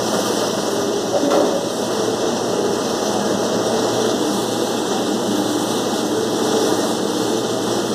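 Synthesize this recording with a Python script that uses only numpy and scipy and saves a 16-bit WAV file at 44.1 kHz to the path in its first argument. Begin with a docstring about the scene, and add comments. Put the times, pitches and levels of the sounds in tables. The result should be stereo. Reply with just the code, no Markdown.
"""A burner's roar and the hiss of pouring seeds, close to a large drum roaster turning in a workshop.
Flame and fan drive the air modes of drum and hopper over a motor hum; vanes spill seeds on the steel.
A second in, the drum rubs with a short groan and a few clanks; later it squeaks faintly now and then.
The hand-held microphone, with two spaced ports, moves in on the open mouth at about four seconds."""
import sys
import numpy as np
from scipy import signal
from scipy.fft import rfft, irfft
from scipy.io import wavfile
from scipy.ndimage import uniform_filter1d

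SR = 44100
rng = np.random.default_rng(int(sys.argv[2]) if len(sys.argv) > 2 else 0)


def pcm_store(signal):
    """Save signal as 16-bit PCM."""
    levels = np.round(np.clip(np.atleast_2d(signal), -1, 1) * 32767)
    wavfile.write(sys.argv[1], SR, levels.astype(np.int16).T)


N = 350154
TIME, FREQ = np.arange(N) / SR, np.fft.rfftfreq(N, 1 / SR)

# broad spectrum of the roar, also under the drum's scrapes: frequency_hz, level_db
ROAR_SPECTRUM = [(25, -31), (58, -29.5), (90, -17.5), (145, -9.5), (185, -2.5), (240, -0.9), (340, 3),
                 (450, 2.5), (620, -6), (830, -10), (1050, -12.5), (1500, -16), (2100, -18), (3500, -41)]
# resonances of the steel shell: pitch_hz, width_hz, boost_db
SHELL_MODES = [(3040, 21, 1.5), (3460, 160, 2.5), (3670, 24, -2), (4000, 38, 0.5), (4316, 29, 6),
               (5080, 85, -0.5), (5430, 260, -0.3), (6030, 170, 2.5), (8600, 63, 3)]
# how far the right port trails the left: frequency_hz, lag_rad
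PORT_LAG = [(30, 0.32), (115, 2.5), (200, 0.48), (300, 0.97), (500, 0.15), (900, 0.16), (1500, 0.096)]


def gain_of(db):
    """Decibels to amplitude."""
    return 10 ** (np.asarray(db) / 20)


def unit_rms(x):
    """Scales to rms 1."""
    return x / np.sqrt(np.mean(x ** 2) + 1e-20)


def over_freq(points):
    """Rows of (frequency_hz, value) as a curve over all frequencies."""
    hz, value = np.transpose(points)
    return np.interp(np.log(FREQ + 1), np.log(hz + 1), value)


def over_time(points):
    """Rows of (time_s, value) as a curve over the whole scene."""
    return np.interp(TIME, *np.transpose(points))


def below(hz):
    """Response of a steep low-pass."""
    return 1 / (1 + (FREQ / hz) ** 8)


def bell(hz, width):
    """Response of a resonance, 1 at its centre."""
    return 1 / (1 + (2 * (FREQ - hz) / width) ** 2)


def colour(spectrum, modes):
    """A smooth spectrum with resonances standing out of it."""
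    return gain_of(over_freq(spectrum) + sum(db * bell(hz, width) for hz, width, db in modes))


def drift(rate_hz):
    """A random wander of rms 1, mostly slower than rate_hz."""
    return unit_rms(irfft(rfft(rng.standard_normal(N)) * (FREQ > 0) / (1 + (FREQ / rate_hz) ** 4), N))


def steadied(spectrum, amount, samples):
    """A spectrum as sound of rms 1, with a share of its swings slower than `samples` evened out."""
    sound = irfft(spectrum, N)
    power = uniform_filter1d((sound ** 2).mean(0), size=samples) + 1e-12
    return unit_rms(sound / power ** (amount / 2))


def wall_ripple(spacing_hz):
    """Reflections inside the drum: a fine random ripple across frequency."""
    heights = rng.standard_normal(2000)
    return np.interp(FREQ / spacing_hz, np.arange(len(heights)), heights)


def mottled(sound, depth_db, window, bins, frames, deeper_above_hz=np.inf):
    """Lays passing random patches of colour, bins by frames in size, on a sound."""
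    hz, _, cells = signal.stft(sound, SR, nperseg=window)
    patches = uniform_filter1d(rng.standard_normal(cells.shape[1:]), size=bins, axis=0)
    patches = unit_rms(uniform_filter1d(patches, size=frames, axis=1))
    patch_db = depth_db * (1 + (hz[:, None] / deeper_above_hz) ** 2) * patches
    return signal.istft(cells * gain_of(patch_db), SR, nperseg=window)[1][:, :N]


def port_noise():
    """Spectra of white noise at the two ports: alike in the low mids, unrelated elsewhere."""
    # likeness of the two ports: frequency_hz, coherence
    likeness = [(30, 0), (110, 0), (300, 0.97), (600, 0.72), (800, 0.64), (1000, 0), (15000, 0)]
    left, other = rfft(rng.standard_normal((2, N)))
    same = np.clip(over_freq(likeness), 0, 1)
    right = (same * left + np.sqrt(1 - same ** 2) * other) * np.exp(-1j * over_freq(PORT_LAG))
    return np.array([left, right])


def tone(hz, waver_hz, rate_hz):
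    """A sustained tone of rms 1 at the two ports, its pitch wandering a little."""
    phase = 2 * np.pi * np.cumsum(hz + waver_hz * drift(rate_hz)) / SR
    return unit_rms(np.sin([phase, phase - np.interp(hz, FREQ, over_freq(PORT_LAG))]))


def nearness():
    """How close the microphone is to the drum's mouth, 0-1."""
    # the microphone's path: time_s, nearness
    path = [(0, 0.2), (2, 0.27), (3.5, 0.26), (4.4, 0.81), (7.94, 0.72)]
    return np.clip(over_time(path), 0, 1)


def approach(sound):
    """Nearer the mouth, the sound brightens and the hollow ring of the hopper fades."""
    # colour at the mouth against that from afar: frequency_hz, change_db
    mouth_colour = [(60, -6), (100, -4), (165, -4.5), (240, -2), (480, -3.5), (620, -11), (830, 1),
                    (1050, -5), (1400, -2), (2400, -5.5), (3600, 5.5), (4700, -0.5), (5300, -2.5),
                    (5800, -4.5), (6500, 1), (7500, 3), (12000, 0.5)]
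    near, spectrum, change = nearness(), rfft(sound), gain_of(over_freq(mouth_colour) / 2)
    return near * irfft(spectrum * change, N) + (1 - near) * irfft(spectrum / change, N)


def motor(hum_hz=117.8, waver_hz=0.9, waver_db=2.4, lag_rad=1.2):
    """The motor's wavering hum meets the two ports out of step."""
    # slow course of the hum: time_s, level_db
    hum_levels = [(0, -38.5), (0.75, -44.5), (1.15, -41), (1.42, -50), (1.85, -41), (3.1, -43),
                  (3.95, -35.5), (4.2, -40), (6.6, -38), (6.8, -36), (7.02, -40), (7.94, -36.5)]
    phase = 2 * np.pi * np.cumsum(hum_hz + waver_hz * drift(3.1)) / SR
    level = gain_of(over_time(hum_levels) + waver_db * drift(9.3))
    return level * unit_rms(np.sin([phase, phase - lag_rad]))


def squeaks(unsteady=0.012):
    """Metal slides on metal in faint, short, gliding tones."""
    # squeaks: start_s, length_s, start_hz, end_hz, level_db
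    glides = [(3.114, 0.12, 766, 704, -24.5), (3.184, 0.15, 1680, 1610, -35.5),
              (4.888, 0.15, 748, 805, -25), (5.33, 0.096, 1680, 1600, -40), (6.144, 0.073, 1550, 1470, -37),
              (6.767, 0.079, 1820, 1870, -33)]
    sound, jitter = np.zeros(N), 1 + unsteady * drift(72)
    for start, length, start_hz, end_hz, db in glides:
        progress = np.clip((TIME - start) / length, 0, 1)
        phase = 2 * np.pi * np.cumsum((start_hz + (end_hz - start_hz) * progress) * jitter) / SR
        sound += gain_of(db) * np.sin(np.pi * progress) * np.sin(phase)
    return sound


def standing_waves():
    """Air modes drone, part tone and part turbulence, swelling as the microphone passes their crests."""
    # air modes of drum and hopper: pitch_hz, width_hz, level_db, tone_share
    air_modes = [(200.5, 8.5, -40.5, 0.23), (303.2, 6.8, -35, 0.65), (403.4, 6.9, -35.5, 0.74),
                 (441.7, 13.4, -36.5, 0.4), (646.5, 25, -41.3, 0.11), (833, 31, -44.5, 0.08)]
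    # arched swells and dips of single modes: middle_s, length_s, mode_hz, change_db
    swells = [(0.52, 0.76, 200.3, 8.5), (1.05, 0.5, 200.3, -12), (3.29, 0.53, 200.3, 10),
              (4.286, 0.56, 200.3, 10), (5.233, 0.58, 200.3, 13.5), (7.007, 0.74, 200.3, 8.5),
              (7.85, 0.39, 200.3, 10.5), (4.217, 0.37, 303.3, 11), (5.415, 1.37, 303.3, 11),
              (6.108, 0.21, 303.3, 10), (6.8, 1.8, 303.3, 7), (0.83, 0.9, 402.3, 11), (2.0, 0.6, 402.3, 3),
              (2.61, 0.31, 402.3, 10.5), (3.25, 1.3, 402.3, 7.5), (4.75, 0.5, 402.3, 7),
              (5.7, 0.9, 402.3, -6), (2.3, 0.95, 442.3, 10.5), (3.85, 0.96, 442.3, 12),
              (6.202, 0.16, 442.3, 16), (6.537, 0.77, 442.3, 12), (7.225, 0.55, 442.3, 8.5),
              (7.7, 1.9, 442.3, 5.5), (0.5, 0.39, 648, 4), (2.1, 0.68, 648, 4), (3.704, 1.3, 648, 10.5),
              (6.75, 0.55, 648, 9.5), (7.538, 0.25, 648, 11), (3.0, 1, 836, 8.5)]
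    air, sound = port_noise(), np.zeros((2, N))
    for hz, width, db, tone_share in air_modes:
        swell_db = sum(change_db * np.cos(np.pi * np.clip((TIME - middle) / length, -.5, .5))
                       for middle, length, mode_hz, change_db in swells
                       if np.isclose(mode_hz, hz, rtol=.05))
        rough = steadied(air * bell(hz, width), 0.76, samples=5000)
        pure = tone(hz, waver_hz=2.38, rate_hz=6.85)
        sound += gain_of(db + swell_db) * (np.sqrt(tone_share) * pure + np.sqrt(1 - tone_share) * rough)
    return sound


def clanks(t60_s=0.31, rise_s=0.0019):
    """Loose steel knocks during the rub, waking dense upper modes of the shell that die quickly."""
    # blows: start_s, level_db
    blows = [(1.155, -28), (1.245, -23), (1.305, -15), (1.345, -24), (1.445, -23)]
    # broad spectrum of a blow: frequency_hz, level_db
    blow_spectrum = [(600, -18), (1400, -10), (1900, 3.5), (2300, 17), (2700, -4), (3500, -4.5), (6000, -6),
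                     (9000, -18), (15000, -21)]
    ring = unit_rms(irfft(port_noise() * colour(blow_spectrum, SHELL_MODES), N))
    ages = [(np.maximum(TIME - start, 0), db) for start, db in blows]
    return ring * sum((1 - np.exp(-age / rise_s)) * gain_of(db - 60 * age / t60_s) for age, db in ages)


def rub(groan_hz=566, trim_db=-2.0, roughness=0.34):
    """Uneven friction keeps one mode of the drum groaning, while rough scrapes wake its other modes."""
    # course of the groan: time_s, level_db
    groan_levels = [(1.12, -23), (1.162, -13), (1.205, -27), (1.25, -22), (1.32, -19.5), (1.4, -15),
                    (1.435, -24), (1.56, -19.5), (1.63, -30), (1.76, -30)]
    # modes of the rubbed drum: pitch_hz, width_hz, boost_db
    drum_modes = [(283.5, 20, 13), (311, 18, 11), (327, 20, 7), (414.5, 12, 13), (503, 12, 0),
                  (605, 24, 11), (660, 24, 4), (764, 49, 9), (900, 30, 9), (1104, 16, 12.5), (1220, 22, 5),
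                  (1360, 16, 9)]
    # scrapes: start_s, length_s, centre_hz, width_hz, level_db
    scrapes = [(1.118, 0.084, 684, 180, -19), (1.3, 0.06, 1200, 890, -24), (1.215, 0.077, 274, 62, -15),
               (1.16, 0.41, 490, 760, -19.5), (1.315, 0.07, 740, 310, -21), (1.26, 0.31, 1180, 1350, -24.5),
               (1.36, 0.049, 314, 80, -21), (1.372, 0.06, 560, 220, -16), (1.35, 0.15, 412, 26, -21.5)]
    rubbing = (TIME > groan_levels[0][0]) & (TIME < groan_levels[-1][0])
    gate = uniform_filter1d(rubbing * 1., size=1500)
    ring = tone(groan_hz, waver_hz=19, rate_hz=55) * (1 + roughness * drift(110))
    sound = ring * gain_of(over_time(groan_levels) + trim_db) * gate
    body = colour(ROAR_SPECTRUM, drum_modes)
    for start, length, hz, width, db in scrapes:
        friction = steadied(port_noise() * body * bell(hz, width) ** 2, 1, samples=800)
        sound += gain_of(db) * np.sin(np.pi * np.clip((TIME - start) / length, 0, 1)) * friction
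    return sound


def seed_flow(rise_s=0.13, fall_s=0.032):
    """Vanes spill seeds: flow in dB over the steady trickle, and extra dB of bright spray."""
    # spills that build, hold and run out: start_s, length_s, flow_db, spray_db
    spills = [(-0.03, 0.51, 2, 2), (0.486, 0.33, -2, 1.5), (1.618, 0.19, -7.5, 3.5), (1.804, 0.24, -2, 0),
              (2.112, 0.27, -1.5, -4.5), (2.68, 0.29, -3, 0), (2.94, 0.19, -0.5, -0.5),
              (3.22, 0.069, 2, -3), (3.38, 0.15, 0, -4), (3.606, 0.51, 0.8, -2.5), (4.183, 0.24, -2.5, 2.5),
              (4.414, 0.36, -3, 0.5), (4.84, 0.098, 1.5, -7), (5.0, 0.17, -7, -1.5), (5.254, 0.13, -2.5, 2),
              (5.418, 0.38, -1, 1.5), (5.84, 0.15, 0, 0.5), (6.326, 0.3, 0, -0.5), (6.547, 0.36, 0, 1.5),
              (7.05, 0.27, -2, 0), (7.6, 0.19, 0, -2), (7.83, 0.088, -4, -1)]
    # a brief dip just before the loudest clank: middle_s, half_width_s, change_db
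    lull = (1.287, 0.013, -3)
    flow, bright_db = np.ones(N), np.zeros(N)
    for start, length, db, spray_db in spills:
        age = TIME - start
        shape = np.clip(age / rise_s, 0, 1) * np.exp(-np.maximum(age - length, 0) / fall_s)
        flow += gain_of(db) ** 2 * shape
        bright_db += spray_db * shape
    middle, half_width, dip_db = lull
    return 10 * np.log10(flow) + dip_db * np.exp(-((TIME - middle) / half_width) ** 2), bright_db


def scattered(drive, shared=0.17, lead_s=.0003):
    """Two drives as port spectra: a share reaches both, the right first, scattered by the drum's walls."""
    left, other = rfft(drive)
    phase = 2 * np.pi * FREQ * lead_s + wall_ripple(spacing_hz=200)
    return np.array([left, shared * left * np.exp(1j * phase) + np.sqrt(1 - shared ** 2) * other])


def spray(spectrum, level, fizz_hz=11500):
    """The spray flickers, and its finest fizz grows faster than the rest as more seeds fall."""
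    body = irfft(spectrum * below(fizz_hz), N) * gain_of(.85 * drift(18))
    fizz = irfft(spectrum * (1 - below(fizz_hz)), N) * unit_rms(level) ** .45 * gain_of(drift(22))
    return level * unit_rms(body + fizz)


def seeds(flow_db, bright_db, slide_db=-29.5, spray_db=-43.0, split_hz=7800, ticks_per_s=4000):
    """Countless seeds slide on the shell as a hiss; single ones tick, and they fall in clumps."""
    ticks = (rng.random((2, N)) < ticks_per_s / SR) * rng.choice([-1, 1], (2, N))
    ticks = .45 * unit_rms(ticks * gain_of(3.2 * np.minimum(rng.exponential(1, (2, N)), 4.5)))
    hiss = rng.standard_normal((2, N)) + ticks
    # clumps land on different parts of the shell
    hiss = mottled(hiss, depth_db=0.57, window=512, bins=9, frames=9, deeper_above_hz=8500)
    # the fine ripples keep shifting
    hiss = mottled(hiss, depth_db=1.6, window=2048, bins=2, frames=16)
    # broad spectrum of seeds on steel: frequency_hz, level_db
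    hiss_spectrum = [(800, -39), (1800, -61), (2400, 0), (3000, -2), (4200, 0.5), (4700, -0.8), (5700, 1.1),
                     (7000, -3), (8200, -2.5), (9800, -6.5), (12000, -10), (13200, -13.5), (14300, -12),
                     (15300, -20)]
    steel = scattered(hiss) * colour(hiss_spectrum, SHELL_MODES)
    steel *= gain_of(1.64 * wall_ripple(spacing_hz=25))
    clumps_db = 0.65 * drift(32)
    sliding = gain_of(slide_db + 0.96 * flow_db + clumps_db) * unit_rms(irfft(steel * below(split_hz), N))
    spray_level = gain_of(spray_db + 0.94 * flow_db + bright_db + 2 * nearness())
    return sliding + spray(steel * (1 - below(split_hz)), spray_level)


def burner(flow_db, rumble_hz=135, rush_hz=560, flutter_db=0.55, steadiness=0.3):
    """Flame and fan noise in the housing: a rumble, a deep roar, and a rush that grows as seeds fall."""
    # resonances of the housing: pitch_hz, width_hz, boost_db
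    housing_modes = [(184, 13, 2), (209.3, 14.6, 5), (231, 22, 5), (252.5, 3.7, 4.5), (342.2, 5.7, 7.5),
                     (491, 12, 4.5), (599, 6.7, 5), (634, 26, 4), (792, 30, 3), (840, 18, 2.5),
                     (913, 13, 3), (969, 10, 4.5), (1219, 22, 5.5), (1440, 34, 3.5)]
    # slow course of the roar: time_s, level_db
    roar_levels = [(0, -23), (0.17, -24), (0.37, -23.5), (0.8, -24), (1.02, -24.5), (1.4, -23),
                   (1.68, -25.5), (2.05, -23), (2.75, -23), (3.6, -22.5), (4.0, -21.5), (4.6, -21),
                   (5.95, -21.5), (6.3, -20.5), (6.75, -20.5), (7.1, -22), (7.93, -21.5)]
    air = port_noise() * colour(ROAR_SPECTRUM, housing_modes)
    rumble = gain_of(-19.5) * unit_rms(irfft(air * below(rumble_hz), N))
    deep = steadied(air * (below(rush_hz) - below(rumble_hz)), steadiness, samples=3000)
    echoes = gain_of(1.8 * wall_ripple(spacing_hz=14))
    rush = steadied(air * (1 - below(rush_hz)) * echoes, steadiness, samples=3000)
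    rush *= gain_of(-5.5 + 0.83 * flow_db - 1.36 * nearness())
    return ((deep + rush) * gain_of(flutter_db * drift(28)) + rumble) * gain_of(over_time(roar_levels))


def scene():
    """The whole roaster at the microphone's two ports."""
    flow_db, bright_db = seed_flow()
    running = approach(burner(flow_db) + motor() + seeds(flow_db, bright_db))
    return running + standing_waves() + rub() + clanks() + squeaks()


def record(dry, port_delay_s=.000435, edge_hz=15480):
    """The microphone: each port minus the delayed far one for width, and a band limit; the sound also has a
    narrow, deep gap near 2.3 kHz."""
    # left port over right: frequency_hz, difference_db
    balance = [(40, -6), (130, 1.5), (300, 0), (1200, -2.5), (2300, 4), (4500, -5.5), (8000, -2.5),
               (11000, -1), (15000, -1.2)]
    # how much of the far port is subtracted: frequency_hz, share
    crossfeed = [(350, 0.023), (700, 0.87), (1100, 1), (2200, 0.85), (2500, 1), (3400, 0.41), (4600, 0.37),
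                 (7000, 0.16), (9200, 0.02), (14000, 0.042)]
    # a narrow, deep gap in the sound near 2.3 kHz: centre_hz, width_hz, gain_db
    hollow = (2288, 380, -20.5)
    ports = rfft(dry) * gain_of(np.outer([.5, -.5], over_freq(balance)))
    far_ports = ports[::-1] * np.exp(-2j * np.pi * FREQ * port_delay_s)
    share = np.clip(over_freq(crossfeed), 0, 1)
    wide = (ports - share * far_ports) / np.sqrt(1 + share ** 2)
    hz, width, db = hollow
    notch = gain_of(db / (1 + (2 * (FREQ - hz) / width) ** 6))
    band_limit = np.clip((edge_hz - FREQ) / 150 + .5, 0, 1)
    return irfft(wide * notch * band_limit, N)


dry = scene()
out = record(dry)
pcm_store(out)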